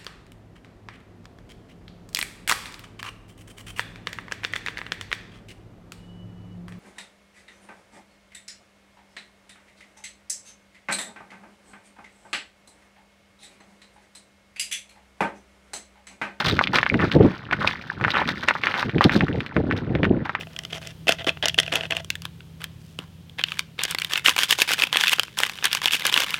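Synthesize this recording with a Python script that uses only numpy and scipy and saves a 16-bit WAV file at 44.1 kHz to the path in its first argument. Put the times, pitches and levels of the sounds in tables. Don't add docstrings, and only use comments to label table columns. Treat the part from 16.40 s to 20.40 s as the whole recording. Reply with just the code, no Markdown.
import sys
import numpy as np
from scipy import signal
from scipy.fft import rfft, irfft
from scipy.io import wavfile
from scipy.ndimage import uniform_filter1d

SR = 44100
rng = np.random.default_rng(int(sys.argv[2]) if len(sys.argv) > 2 else 0)


def wrap_up_sound(samples):
    columns = np.atleast_2d(samples).T
    tamed = np.clip(columns, -1, 1)
    steps = np.round(tamed * 32767).astype(np.int16)
    wavfile.write(sys.argv[1], SR, steps)


N = 176400


def amp(db):
    return 10 ** (np.asarray(db) / 20)


def unit(x):
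    return x / np.sqrt(np.mean(x ** 2) + 1e-20)


def add(mix, start_s, sound):
    part = mix[max(0, round(start_s * SR)):][:len(sound)]
    part += sound[:len(part)]


def colour(x, curve):
    hz, db = np.transpose(curve)
    gain = amp(np.interp(np.log(np.fft.rfftfreq(N, 1 / SR) + 1), np.log(hz), db))
    return unit(irfft(rfft(x) * gain, N))


def steady(x, size):
    power = uniform_filter1d(uniform_filter1d(x ** 2, size), size)
    return x / np.sqrt(abs(power) + 1e-9)


def ring(hz, cycles):
    turns = hz * np.arange(SR // 20) / SR
    envelope = (turns / cycles * np.exp(1 - turns / cycles)) ** 2
    return envelope * np.sin(2 * np.pi * turns)


def contacts(per_s, spread_db):
    size = amp(spread_db * np.minimum(rng.exponential(1, N), 4))
    return size * rng.choice([-1, 1], N) * (rng.random(N) < per_s / SR)


# start_s, level_db, pitch_hz
CLACKS = [(0.0519, -12, 3480), (0.1914, 1.5, 1540), (0.2117, -1.5, 1000), (0.239, -3, 2770),
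          (0.2727, -4.5, 2400), (0.358, -1, 2220), (0.3861, 0, 1920), (0.4303, 0, 1570), (0.4641, -2, 1600),
          (0.542, -5.5, 1730), (0.7164, -5.5, 2760), (1.1281, -6.5, 1450), (1.1115, -7.5, 1770),
          (1.1323, -3.5, 1470), (1.2463, -4.5, 980), (1.2745, 0, 2460), (1.311, -11.5, 1860),
          (1.6118, -11.5, 1470), (1.6403, -4, 1710), (1.6482, 0, 1540), (1.681, -5, 1270),
          (1.705, -6, 3250), (1.7695, -3.5, 1380), (1.8896, -6, 1660), (2.086, 5, 1860),
          (2.1089, -1.5, 1310), (2.1529, -10, 1130), (2.2363, -3, 2180), (2.2698, -0.5, 1800),
          (2.3413, -5.5, 1720), (2.4282, -4, 1300), (2.495, -11, 1900), (2.5827, -9.5, 2150),
          (2.609, 3, 1110), (2.6417, 3.5, 3500), (2.6952, -2, 1660), (2.8081, -2.5, 1830),
          (2.8831, -12, 1630), (3.0051, -9.5, 2150), (3.0633, -15.5, 2100), (3.1655, -6.5, 1600),
          (3.311, -5.5, 1470), (3.3242, -11.5, 1940), (3.5519, -11, 1940), (3.632, -5, 1900),
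          (3.6441, -8, 1830), (3.6518, -6, 1590), (3.8944, -6.5, 1360), (3.951, -4.5, 1610)]

def clacks():
    chatter_decay_s, chatter_db, chatter_octaves = 0.0048, -4.5, 0.52
    out, t = np.zeros(N), np.arange(SR // 20) / SR
    freqs = np.fft.rfftfreq(len(t), 1 / SR) + 1
    for start_s, level_db, pitch_hz in CLACKS:
        knock = ring(pitch_hz, cycles=0.51)
        band = np.exp(-.5 * (np.log2(freqs / pitch_hz) / chatter_octaves) ** 2)
        chatter = irfft(rfft(rng.standard_normal(len(t))) * band, len(t))
        chatter *= np.minimum(t * pitch_hz / 2, 1) * np.exp(-t / chatter_decay_s)
        chatter *= amp(chatter_db) * np.linalg.norm(knock) / np.linalg.norm(chatter)
        add(out, start_s, amp(level_db) * (knock + chatter))
    return out


# start_s, level_db, pitch_hz
CLINKS = [(0.1113, -10, 3850), (0.499, -2, 2240), (1.2743, -0.5, 2480), (1.5005, -6.5, 1630),
          (1.7035, -15, 2000), (1.7172, -11.5, 3860), (1.784, -15, 3800)]

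def clinks(decay_s=0.0016):
    out, t = np.zeros(N), np.arange(SR // 20) / SR
    for start_s, level_db, pitch_hz in CLINKS:
        envelope = np.tanh(t * pitch_hz) * np.exp(-t / decay_s)
        add(out, start_s, amp(level_db) * envelope * np.sin(2 * np.pi * pitch_hz * t))
    return out


# start_s, length_s, level_db, extra_grit_db
SCRAPES = [(0.0, 0.022, -24, 4), (0.044, 0.062, -26.5, 10), (0.331, 0.055, -19.5, -4),
           (0.59, 0.063, -23.5, -7), (0.711, 0.036, -31, -2), (0.803, 0.15, -37, -3),
           (1.122, 0.0086, -22, -1), (1.205, 0.038, -25, -7), (1.264, 0.027, -26, 1),
           (1.674, 0.049, -32, -0.5), (1.737, 0.087, -21, -12), (1.874, 0.028, -26.5, 5.5),
           (2.027, 0.015, -27, -3.5), (2.076, 0.031, -21.5, -5.5), (2.232, 0.087, -27.5, -1.5),
           (2.347, 0.067, -26, 0.5), (2.61, 0.037, -22.5, -1.5), (2.707, 0.054, -26.5, -0.5),
           (3.362, 0.026, -36.5, -1.5), (3.849, 0.014, -28.5, -4)]

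def scrapes():
    attack_s, release_s, sag_db = 0.0043, 0.0096, -1.5
    thud_hz, thud_db = 467, -9
    t, stone_gain, grit_gain = np.arange(N) / SR, np.zeros(N), np.zeros(N)
    for start_s, length_s, level_db, extra_grit_db in SCRAPES:
        age = np.maximum(t - start_s, 0)
        progress = age / length_s
        load = np.minimum(age / attack_s, 1) * np.exp(-np.maximum(age - length_s, 0) / release_s)
        stone_gain += load * amp(level_db + sag_db * np.minimum(progress, 1))
        grit_gain += np.sqrt(progress) * np.exp(-progress ** 2) * amp(level_db + extra_grit_db)
    thud_band = signal.butter(2, [thud_hz / 2, thud_hz * 2], "band", fs=SR)
    thud = unit(signal.lfilter(*thud_band, rng.standard_normal(N)))
    crackle = steady(pebbles(per_s=1200, spread_db=4.5), size=1000)
    return stone_gain * (crackle + amp(thud_db) * thud) + grit_gain * gravel()


def settling():
    stir_db, grit_db, floor_db, decay_s = -17, -4.5, -44.5, 0.32
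    t, stone_power, grit_power = np.arange(N) / SR, np.zeros(N), np.zeros(N)
    for start_s, _, level_db, extra_grit_db in SCRAPES:
        stir = amp(level_db + stir_db) ** 2 * (t > start_s) * np.exp(-2 * abs(t - start_s) / decay_s)
        stone_power += stir
        grit_power += stir * amp(extra_grit_db + grit_db) ** 2
    stones = pebbles(per_s=260, spread_db=4)
    return np.sqrt(stone_power + amp(floor_db) ** 2) * stones + np.sqrt(grit_power) * gravel()


def pebbles(per_s, spread_db, centre_hz=1650, octaves=0.48, count=14):
    hits, struck = contacts(per_s, spread_db), rng.integers(0, count, N)
    rank = (np.arange(count) + .5) / count
    pitches = centre_hz * 2 ** (octaves * .5 * np.log(rank / (1 - rank)))
    return unit(sum(signal.oaconvolve(hits * (struck == k), ring(hz, cycles=1.44))[:N]
                    for k, hz in enumerate(pitches)))


# freq_hz, gain_db
GRIT_EQ = [(700, -6), (3900, -0.5), (6100, -14), (7300, -27.5), (9200, -25), (10700, -43), (13500, -27),
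           (16000, -41)]

def gravel(tick_db=-2.5, spurt_db=6.5):
    sand = steady(colour(contacts(per_s=3700, spread_db=3), GRIT_EQ), size=500)
    ticks = steady(pebbles(per_s=600, spread_db=4.5, centre_hz=3590, octaves=0.24), size=1400)
    spurts = unit(uniform_filter1d(rng.standard_normal(N), size=260))
    return unit((sand + amp(tick_db) * ticks) * amp(spurt_db * np.minimum(spurts, 2)))


def grit_spray(level_db=-40, decay_s=0.0057):
    envelope, t = np.zeros(N), np.arange(SR // 20) / SR
    for start_s, _, _ in CLACKS:
        add(envelope, start_s, np.exp(-t / decay_s))
    return amp(level_db) * envelope * colour(rng.standard_normal(N), GRIT_EQ)


def riverbed_echo(x, t60_s=0.089, wet_db=-14):
    t = np.arange(SR // 2) / SR
    tail = rng.standard_normal(len(t)) * np.exp(-np.log(1000) * t / t60_s)
    return x + amp(wet_db) * signal.oaconvolve(x, tail / np.linalg.norm(tail))[:N]


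# centre_s, length_s, level_db
GUSTS = [(0.122, 0.1, -23.5), (0.33, 0.16, -32), (0.543, 0.033, -16), (0.632, 0.059, -19),
         (0.76, 0.013, -16.5), (0.818, 0.094, -13.5), (1.204, 0.16, -31.5), (1.635, 0.086, -28),
         (1.87, 0.22, -34), (2.468, 0.044, -26), (2.571, 0.039, -18.5), (2.662, 0.019, -11.5),
         (2.774, 0.083, -21), (2.836, 0.013, -12), (2.942, 0.1, -23.5), (3.187, 0.038, -17),
         (3.304, 0.16, -24.5), (3.555, 0.15, -22.5), (3.711, 0.14, -20.5)]
# freq_hz, gain_db
RUMBLE_EQ = [(170, -1.5), (350, -13), (2000, -91)]
# freq_hz, gain_db
FLUTTER_EQ = [(130, -18.5), (290, -0.5), (460, -4.5), (900, -21.5), (4000, -86)]

def wind():
    breeze_db, eddy_hz, eddy_db = -44, 22.7, 3.5
    rumble_db, flutter_db, flutter_growth = 2, 6, 1.531
    t, rate = np.arange(N) / SR, np.fft.rfftfreq(N, 1 / SR) / eddy_hz
    power = np.full(N, amp(breeze_db) ** 2)
    for centre_s, length_s, level_db in GUSTS:
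        power += amp(level_db) ** 2 * np.exp(-(2 * (t - centre_s) / length_s) ** 2)
    eddy_band = rate ** 2 * np.exp(-rate ** 2)
    eddies = steady(irfft(rfft(rng.standard_normal(N)) * eddy_band, N), size=3000)
    force = np.sqrt(power) * amp(eddy_db * eddies)
    rumble = steady(colour(rng.standard_normal(N), RUMBLE_EQ), size=600)
    flutter = steady(colour(rng.standard_normal(N), FLUTTER_EQ), size=600)
    return amp(rumble_db) * force * rumble + amp(flutter_db) * force ** flutter_growth * flutter


# freq_hz, gain_db
AIR_EQ = [(500, 0.5), (3900, -15), (7000, -45.5), (16000, -53)]

def air(level_db=-48.5):
    return amp(level_db) * colour(rng.standard_normal(N), AIR_EQ)


def scene():
    treble_cut = signal.butter(4, 4900, fs=SR)
    knocks = signal.lfilter(*treble_cut, clacks() + clinks())
    hooves = riverbed_echo(knocks + grit_spray() + scrapes() + settling())
    return (hooves + wind() + air())[None]


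def record(dry):
    low_cut_hz, high_cut_hz = 99, 16200
    cut = signal.lfilter(*signal.butter(2, low_cut_hz, "high", fs=SR), dry)
    soft = cut / (1 + cut ** 4) ** .25
    band_limit = signal.firwin(511, high_cut_hz, window=("kaiser", 9), fs=SR)
    return signal.oaconvolve(soft, band_limit[None], "same")


dry = scene()
out = record(dry)
wrap_up_sound(out)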